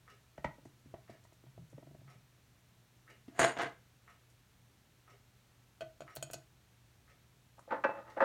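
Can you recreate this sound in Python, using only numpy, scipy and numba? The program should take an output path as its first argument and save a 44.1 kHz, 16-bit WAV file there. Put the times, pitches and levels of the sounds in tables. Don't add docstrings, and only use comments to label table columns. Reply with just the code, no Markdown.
import sys
import numpy as np
from scipy import signal
from scipy.fft import rfft, irfft
from scipy.io import wavfile
from scipy.ndimage import uniform_filter1d
from numba import njit

SR = 44100
rng = np.random.default_rng(int(sys.argv[2]) if len(sys.argv) > 2 else 0)


def to_wav(s):
    ch = np.atleast_2d(s).T
    pcm = np.round(np.clip(ch, -1, 1) * 32767)
    wavfile.write(sys.argv[1], SR, pcm.astype(np.int16))


def gain_from_decibels(decibels):
    exponent = np.asarray(decibels, float) / 20
    return 10 ** exponent


N = 363384


def colour(x, points):
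    hz, db = np.transpose(points)
    log_hz = np.log(np.linspace(1, SR / 2, 2049))
    cepstrum = irfft(np.interp(log_hz, np.log(hz), db) * np.log(10) / 20)
    cepstrum[1:2048] *= 2
    cepstrum[2049:] = 0
    return signal.fftconvolve(x, irfft(np.exp(rfft(cepstrum))))[:len(x)]


def level(x, db):
    return x * gain_from_decibels(db) / np.sqrt(np.mean(x ** 2))


def add(out, s, sound, peak_db):
    i = int(s * SR)
    out[i:i + len(sound)] += (sound * gain_from_decibels(peak_db) / np.abs(sound).max())[:N - i]


@njit
def resonate(force, poles, gains):
    out = np.zeros(len(force))
    for p, g in zip(poles, gains):
        z = 0j
        for i in range(len(force)):
            z = z * p + force[i]
            out[i] += g * z.imag
    return out


SCATTER_DB, DETUNE = 2.5, .003


def ring_modes(force, modes, share=0.7, bright_hz=None, focus_db=11, scatter_db=SCATTER_DB):
    hz, db, t60_s = np.transpose(modes)
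    if bright_hz:
        db = db - focus_db * np.abs(np.log2(hz / bright_hz))
    hz = hz * (1 + DETUNE * rng.standard_normal(len(hz)))
    decay = np.log(1000) / (t60_s * max(share, .05) * SR)
    poles = np.exp(2j * np.pi * hz / SR - decay)
    signs = (-1.) ** np.arange(len(hz))
    gains = signs * gain_from_decibels(db + scatter_db * rng.standard_normal(len(hz)))
    return resonate(force, poles, gains)


def push(ms):
    u = np.arange(SR // 2) / SR / max(ms / 2000, 1 / SR)
    return u ** 2 * np.exp(-u)


def blow(ms, modes, share, clack_db, clack_ms, bright_hz=None, focus_db=10.0):
    force = push(ms)
    tone = ring_modes(force, modes, share, bright_hz, focus_db)
    fade = np.exp(-np.arange(len(force)) / (clack_ms * SR / 1000))
    dense = rng.standard_normal(len(force)) * fade
    clack = signal.fftconvolve(np.diff(dense, prepend=0), force)[:len(force)]
    return tone / np.abs(tone).max() + gain_from_decibels(clack_db) * clack / np.abs(clack).max()


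def tick(hz, fade_ms):
    t = np.arange(SR // 10) / SR
    noise = rng.standard_normal(len(t)) * np.exp(-1000 * t / fade_ms)
    edges_hz = [min(0.61 * hz, SR / 4), min(1.9 * hz, SR / 2.2)]
    return signal.sosfilt(signal.butter(2, edges_hz, "band", fs=SR, output="sos"), noise)


def grit(n, rate_hz, spread_db):
    chance = rng.random((3, n))
    size_db = np.minimum(-spread_db * np.log(1 - chance[2]), 14)
    return (chance[0] < rate_hz / SR) * np.sign(chance[1] - .5) * gain_from_decibels(size_db)


def rub(force, response):
    return signal.fftconvolve(force, response / np.sqrt(np.sum(response ** 2)))[:len(force)]


def strokes(rows):
    s, hold_s, db, swell, fade = np.transpose(rows)[:, :, None]
    i = int((s.min() - .1) * SR)
    t = np.arange(i, min(int((s.max() + .3) * SR), N)) / SR
    gain_db = db - swell * np.maximum(s - t, 0) - fade * np.maximum(t - s - hold_s, 0)
    return i, gain_from_decibels(gain_db).max(axis=0)


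def walk(rate_hz):
    k = int(SR / rate_hz)
    return uniform_filter1d(np.repeat(rng.standard_normal(N // k + 1), k), k)[:N]


# f/Hz, relative level/dB
HUSH_SPECTRUM = [(15, -39), (25, -6), (123, -4), (170, -8.5), (394, -17), (463, -18.5), (1230, -21),
                 (1330, -23.5), (1440, -20.5), (4250, -24.5), (4870, -28), (5880, -26), (10700, -32),
                 (13200, -31), (16000, -35.5)]
HUSH_RMS_DB = -68
# f/Hz, mean level/dB
HUM_PARTIALS = [(120.5, -68.5), (1322, -87.5)]


def hush():
    t = np.arange(N) / SR
    hum = np.zeros(N)
    for hz, db in HUM_PARTIALS:
        hum += gain_from_decibels(db + 2.0 * walk(8.9)) * np.sin(2 * np.pi * hz * t + 0.75 * walk(5.6))
    return level(colour(rng.standard_normal(N), HUSH_SPECTRUM), HUSH_RMS_DB) + hum


# step peak level/dB, catch peak level/dB
CLOCK_TICKS = [(-48.5, -54), (-56, -55.5), (-54, -56), (-49.5, -51.5), (-48.5, -60.5), (-53, -55.5),
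               (-45, -56), (-56.5, -57.5), (-46.5, -55)]
# f/Hz, relative level/dB, t60/s at share 1
CLOCK_MODES = [(442, -1, 0.028), (658, -0.5, 0.033), (1265, -9, 0.041), (1813, -3, 0.024), (2212, 1, 0.023),
               (2852, -6, 0.041), (5570, -12, 0.046)]
FIRST_TICK_S, STEP_HZ, CATCH_LATE_S, COIL_S = .0785, 1330, .022, .013


def clock():
    out = np.zeros(N)
    t = np.arange(SR // 4) / SR
    for second, (step_db, catch_db) in enumerate(CLOCK_TICKS):
        s = FIRST_TICK_S + second
        coil = grit(len(t), 2900, 3.5) * (t < COIL_S)
        add(out, s - COIL_S, ring_modes(coil, CLOCK_MODES[2:3], 0.7), step_db - 16)
        add(out, s, blow(0.17, CLOCK_MODES[2:], 0.62, -22, 4, STEP_HZ, 15.), step_db)
        rattle = grit(len(t), 1500, 1.1) * t * np.exp(-t / 0.019)
        add(out, s, ring_modes(rattle, CLOCK_MODES, 0.52), catch_db - 5.0)
        add(out, s + CATCH_LATE_S, blow(0.074, CLOCK_MODES, 0.57, 0.39, 4.9), catch_db)
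    return out


# t/s, clack peak level/dB, table thud peak level/dB, contact/ms, strongest f/Hz
SHADE_KNOCKS = [(0.378, -37.5, -48, 0.21, 626), (.444, -22, -34.5, 0.22, 750),
                (0.583, -51.5, -57, 0.46, 600), (0.653, -44, -54, 0.22, 384), (.856, -51, -51, 0.26, 298),
                (0.94, -34.5, -54, 0.42, 650), (1.096, -41, -50, 0.35, 580), (1.149, -55, -76, 0.31, 600),
                (1.25, -54.5, -70, 0.36, 910), (1.321, -54, -73, 0.21, 650), (1.436, -51.5, -70, 0.25, 410),
                (1.465, -57.5, -68, 0.19, 700), (1.578, -42.5, -70, 0.58, 630),
                (3.281, -41, -61, 0.11, 278)]
# t/s, clack peak level/dB
SHADE_ROCKS = [(1.728, -49.5), (1.779, -43), (1.827, -49), (1.869, -48.5), (1.91, -54), (1.947, -48),
               (2.014, -54), (2.076, -60)]
ROCK_MS, ROCK_HZ, ROCK_THUD_DB = 0.49, 600, -30
# t/s at full force, hold/s, rms level/dB, swell/(dB/s), fade/(dB/s)
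WOBBLE_STROKES = [(1.47, 0.018, -60, 350, 500), (1.585, 0.033, -47.5, 800, 650),
                  (1.745, 0.018, -55.5, 450, 250), (1.85, 0.14, -63.5, 500, 400),
                  (2.014, .01, -54, 250, 150), (2.115, 0.091, -61, 300, 550)]
# f/Hz, relative level/dB, t60/s at share 1
BASE_MODES = [(250, -3, .07), (330, -6, .1), (420, -8, .05), (590, -3, .035), (650, 0, .035),
              (851, -10, .045), (953, -7, .06), (1297, -7, .06), (1500, -1, .04), (1873, 2, .16),
              (1949, 5, .12), (2083, 4, .16), (2300, 7, .06), (3015, 14, .05), (3138, 8, .1),
              (4070, 5, .04)]
# f/Hz, relative level/dB, t60/s at share 1
TABLE_MODES = [(75.3, -16, 0.19), (131, -4, 0.16), (147.5, -1.5, 0.048), (222, -7.5, 0.072),
               (334.2, -8, 0.22)]
CONTACT_MS, KNOCK_SHARE, SHARE_PER_HALVING = .3, 0.61, 1.26


def shade():
    out = np.zeros(N)
    rocks = [(s, db, db + ROCK_THUD_DB, ROCK_MS, ROCK_HZ) for s, db in SHADE_ROCKS]
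    for s, clack_db, thud_db, ms, bright_hz in SHADE_KNOCKS + rocks:
        share = KNOCK_SHARE * SHARE_PER_HALVING ** np.log2(CONTACT_MS / ms)
        add(out, s, blow(ms, BASE_MODES, share, -16, 12.2, bright_hz, 11.8), clack_db)
        add(out, s + 0.0052, ring_modes(push(1.0), TABLE_MODES), thud_db)
    i, gain = strokes(WOBBLE_STROKES)
    rumble = ring_modes(rng.standard_normal(len(gain)), TABLE_MODES[1:3], 0.7)
    out[i:i + len(gain)] += gain * level(rumble, 0)
    return out


# t/s, peak level/dB, f/Hz
SCUFF_EVENTS = [(0.652, -62, 6340), (1.238, -62, 6400), (1.33, -64, 7450), (1.7, -62, 7500),
                (4.3, -61.5, 7400), (7.592, -59.5, 7040)]


def scuffs():
    out = np.zeros(N)
    for s, db, hz in SCUFF_EVENTS:
        band = signal.butter(2, [hz / 1.58, hz * 1.32], "band", fs=SR, output="sos")
        add(out, s, signal.sosfilt(band, tick(hz, 19)), db)
    return out


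# t/s, peak level/dB of what is hit, metal peak level/dB, tick peak level/dB,
# t60 share of what is hit, brightest metal f/Hz
RING_CLINKS = [(3.392, -24, -28.5, -47, 0.7, 9200), (3.407, -22.5, -46, -48, 0.085, 4500),
               (3.439, -31, -40, -58, 0.65, 6660), (3.568, -33.5, -66, -71, 0.68, 4400),
               (3.585, -38, -45.5, -53, 0.37, 3910), (3.619, -29, -46.5, -54.5, 0.68, 8540),
               (5.808, -34.5, -54.5, -73, 0.57, 4270), (5.817, -35.5, -71, -72, 1.65, 4330),
               (6.006, -36, -54, -63, 0.2, 6100), (6.019, -41.5, -70, -75, 0.36, 6100),
               (6.153, -55, -60, -38.5, 0.43, 13200), (6.161, -45.5, -59, -35.5, 1.2, 11000),
               (6.169, -32, -45.5, -56, 0.07, 4330), (6.226, -30, -32, -41, 0.42, 7900),
               (6.301, -38.5, -75, -72, 0.086, 4100), (6.311, -52, -45, -46, 0.73, 9900),
               (6.333, -38.5, -47, -33.5, 1.14, 6500), (6.342, -32.5, -39, -61, 0.095, 6050)]
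# t/s at full force, hold/s, force level/dB, swell/(dB/s), fade/(dB/s)
DRAG_STROKES = [(3.35, .02, -68.5, 248, 299.5), (3.376, .01, -56.5, 600, 300.5),
                (3.393, 0.051, -33.5, 5000, 253), (3.571, .004, -43, 2499, 1199),
                (3.59, .04, -40, 3000, 323)]
# f/Hz, relative level/dB, t60/s at share 1
METAL_MODES = [(4027, -9, .07), (4129, -10, .15), (4452, -8, .3), (5380, -12, .15), (6099, -7, .22),
               (6589, -6, .25), (6826, 0, .3), (7615, -4, .2), (7980, -8, .2), (8570, -2, .3),
               (9100, -12, .2), (9846, -3, .22), (10430, -10, .3), (11300, -10, .15), (11950, -9, .12),
               (13100, -10, .08), (14300, -12, .08)]
# f/Hz, relative level/dB, t60/s at share 1
GLASS_MODES = [(420, -19, .06), (635, 0, .09), (690, -7, .06), (1150, -13, .05), (1500, -5, .075),
               (2000, -10, .04), (2540, -1, .05), (2900, -3, .05), (3170, 0, .07), (4450, 6, .05)]
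# f/Hz, relative level/dB, t60/s at share 1
BOARD_MODES = [(679.3, -5.5, 0.08), (1360, -22.5, 0.15), (1600, -9.5, 0.042), (2083, -3, 0.034),
               (2863, -17.5, 0.066)]
# f/Hz, relative level/dB
BOARD_RASP = [(59, -45), (100, -21.5), (477, -11.5), (560, -23), (684, 0), (772, -11), (1690, -14),
              (3910, -24.5), (4970, -30), (6850, -26), (12000, -53.5), (15600, -87.5), (22000, -120)]
GLASS_HZ, GLASS_FOCUS_DB = 640, 2.2
HARDEST_CONTACT_MS, DB_PER_DOUBLING = .05, 16
ON_RIM_S, METAL_SHARE_FREE, METAL_SHARE_ON_RIM = 5, .5, 0.24
GRIPPED_S, SING_DB, GRIPPED_DB = 3.54, -5.5, -25.5


def metal_ring():
    out = np.zeros(N)
    for s, hit_db, metal_db, tick_db, hit_share, bright_hz in RING_CLINKS:
        hit_modes, metal_share = GLASS_MODES, METAL_SHARE_ON_RIM
        if s < ON_RIM_S:
            hit_modes, metal_share = BOARD_MODES, METAL_SHARE_FREE
        ms = HARDEST_CONTACT_MS * 2 ** np.clip((hit_db - metal_db) / DB_PER_DOUBLING, 0, 2)
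        add(out, s, blow(ms, hit_modes, hit_share, -12.5, 8.3, GLASS_HZ, GLASS_FOCUS_DB), hit_db)
        add(out, s + 0.00557, ring_modes(push(0.92), TABLE_MODES[1:]), hit_db - 18)
        add(out, s, ring_modes(push(.025), METAL_MODES, metal_share, bright_hz), metal_db)
        add(out, s, tick(bright_hz, 6), tick_db)
    i, gain = strokes(DRAG_STROKES)
    force, tap = gain * level(grit(len(gain), 1400, 3.5), 0), push(0)
    rasp = gain_from_decibels(5.5) * rub(force, colour(tap, BOARD_RASP))
    board = gain_from_decibels(1.0) * rub(force, ring_modes(tap, BOARD_MODES, 0.96, scatter_db=0.5))
    sing_db = np.where(i + np.arange(len(gain)) < GRIPPED_S * SR, SING_DB, GRIPPED_DB)
    song = rub(force * gain_from_decibels(sing_db), ring_modes(tap, METAL_MODES, 0.22, scatter_db=1.5))
    out[i:i + len(gain)] += rasp + board + song
    return out


# t/s, peak level/dB before the high-pass, contact/ms, t60 share, strongest f/Hz
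DISH_BUMPS = [(7.579, -50, 0.22, 0.46, 700), (7.592, -44, 0.14, 0.094, 885),
              (7.675, -43.5, 0.59, 0.42, 600), (7.711, -37, 0.2, 0.3, 1000), (7.727, -25, 0.46, 0.3, 754),
              (7.838, -20.5, .10, .9, 1300), (7.889, -29.5, 0.47, 0.16, 860),
              (8.168, -28.5, 0.87, 0.6, 765), (8.204, -16, 0.14, 0.26, 950), (8.221, -36, 0.19, 0.63, 1200)]
# t/s at full force, hold/s, force level/dB, swell/(dB/s), fade/(dB/s)
SLIDE_STROKES = [(7.715, 0.016, -41.5, 1020, 330), (7.842, 0.0046, -33.5, 9000, 800),
                 (7.87, 0.036, -51, 900, 250), (7.96, 0.026, -56, 300, 300), (8.08, 0.027, -63, 200, 200),
                 (8.168, 0.013, -47.5, 2400, 200), (8.207, .01, -32.5, 6000, 300)]
# f/Hz, relative level/dB, t60/s at share 1
DISH_MODES = [(200, -14, .1), (325, -12, .15), (501, -9, .4), (549, -4, .16), (662, -5, .15),
              (824, -3, .12), (894, 0, .12), (1061, -4, .14), (1147, -3, .12), (1217, 1, .12),
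              (1534, -1, .12), (1674, 1, .12), (1954, -2, .12), (2363, -6, .1), (2620, -8, .4),
              (2900, -10, .07), (3500, -10, .06), (4200, -12, .05), (5680, 4, .14)]
# f/Hz, relative level/dB
DISH_RASP_SPECTRUM = [(88, -54), (200, 0), (600, -5.5), (1500, -0.5), (3000, -18.5), (5500, -32),
                      (9000, -46), (20000, -64)]


def dish():
    out = np.zeros(N)
    for s, db, ms, share, bright_hz in DISH_BUMPS:
        add(out, s, blow(ms, DISH_MODES, share, -31.5, 14, bright_hz), db)
    i, gain = strokes(SLIDE_STROKES)
    force = gain * level(grit(len(gain), 1100, 3.2), 0)
    response = ring_modes(push(0.14), DISH_MODES[:14], 0.29, 598, focus_db=8.5, scatter_db=2.0)
    body = gain_from_decibels(6.0) * rub(force, response)
    rasp = gain_from_decibels(-0.5) * rub(force, colour(push(0), DISH_RASP_SPECTRUM))
    out[i:i + len(gain)] += rasp + body
    return signal.sosfilt(signal.butter(2, 170, "high", fs=SR, output="sos"), out)


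ROOM_T60_S, ROOM_TOP_HZ = 0.26, 4500
TABLE_ECHO_DB, CLOCK_ECHO_DB = -13, 0.054


def room(x, echo_db):
    t = np.arange(SR // 2) / SR
    tail = rng.standard_normal(len(t)) * gain_from_decibels(-60 * t / ROOM_T60_S) * (t > .004)
    tail = signal.sosfilt(signal.butter(1, ROOM_TOP_HZ, fs=SR, output="sos"), tail)
    return x + gain_from_decibels(echo_db) * signal.fftconvolve(x, tail / np.sqrt(np.sum(tail ** 2)))[:N]


def scene():
    table_things = shade() + scuffs() + metal_ring() + dish()
    return (hush() + room(clock(), CLOCK_ECHO_DB) + room(table_things, TABLE_ECHO_DB))[None]


def roll_off(x):
    return signal.sosfilt(signal.butter(12, 16480, fs=SR, output="sos"), x)


def record(dry):
    mix = signal.sosfilt(signal.butter(4, 40, "high", fs=SR, output="sos"), dry)
    return roll_off(mix)


dry = scene()
out = record(dry)
to_wav(out)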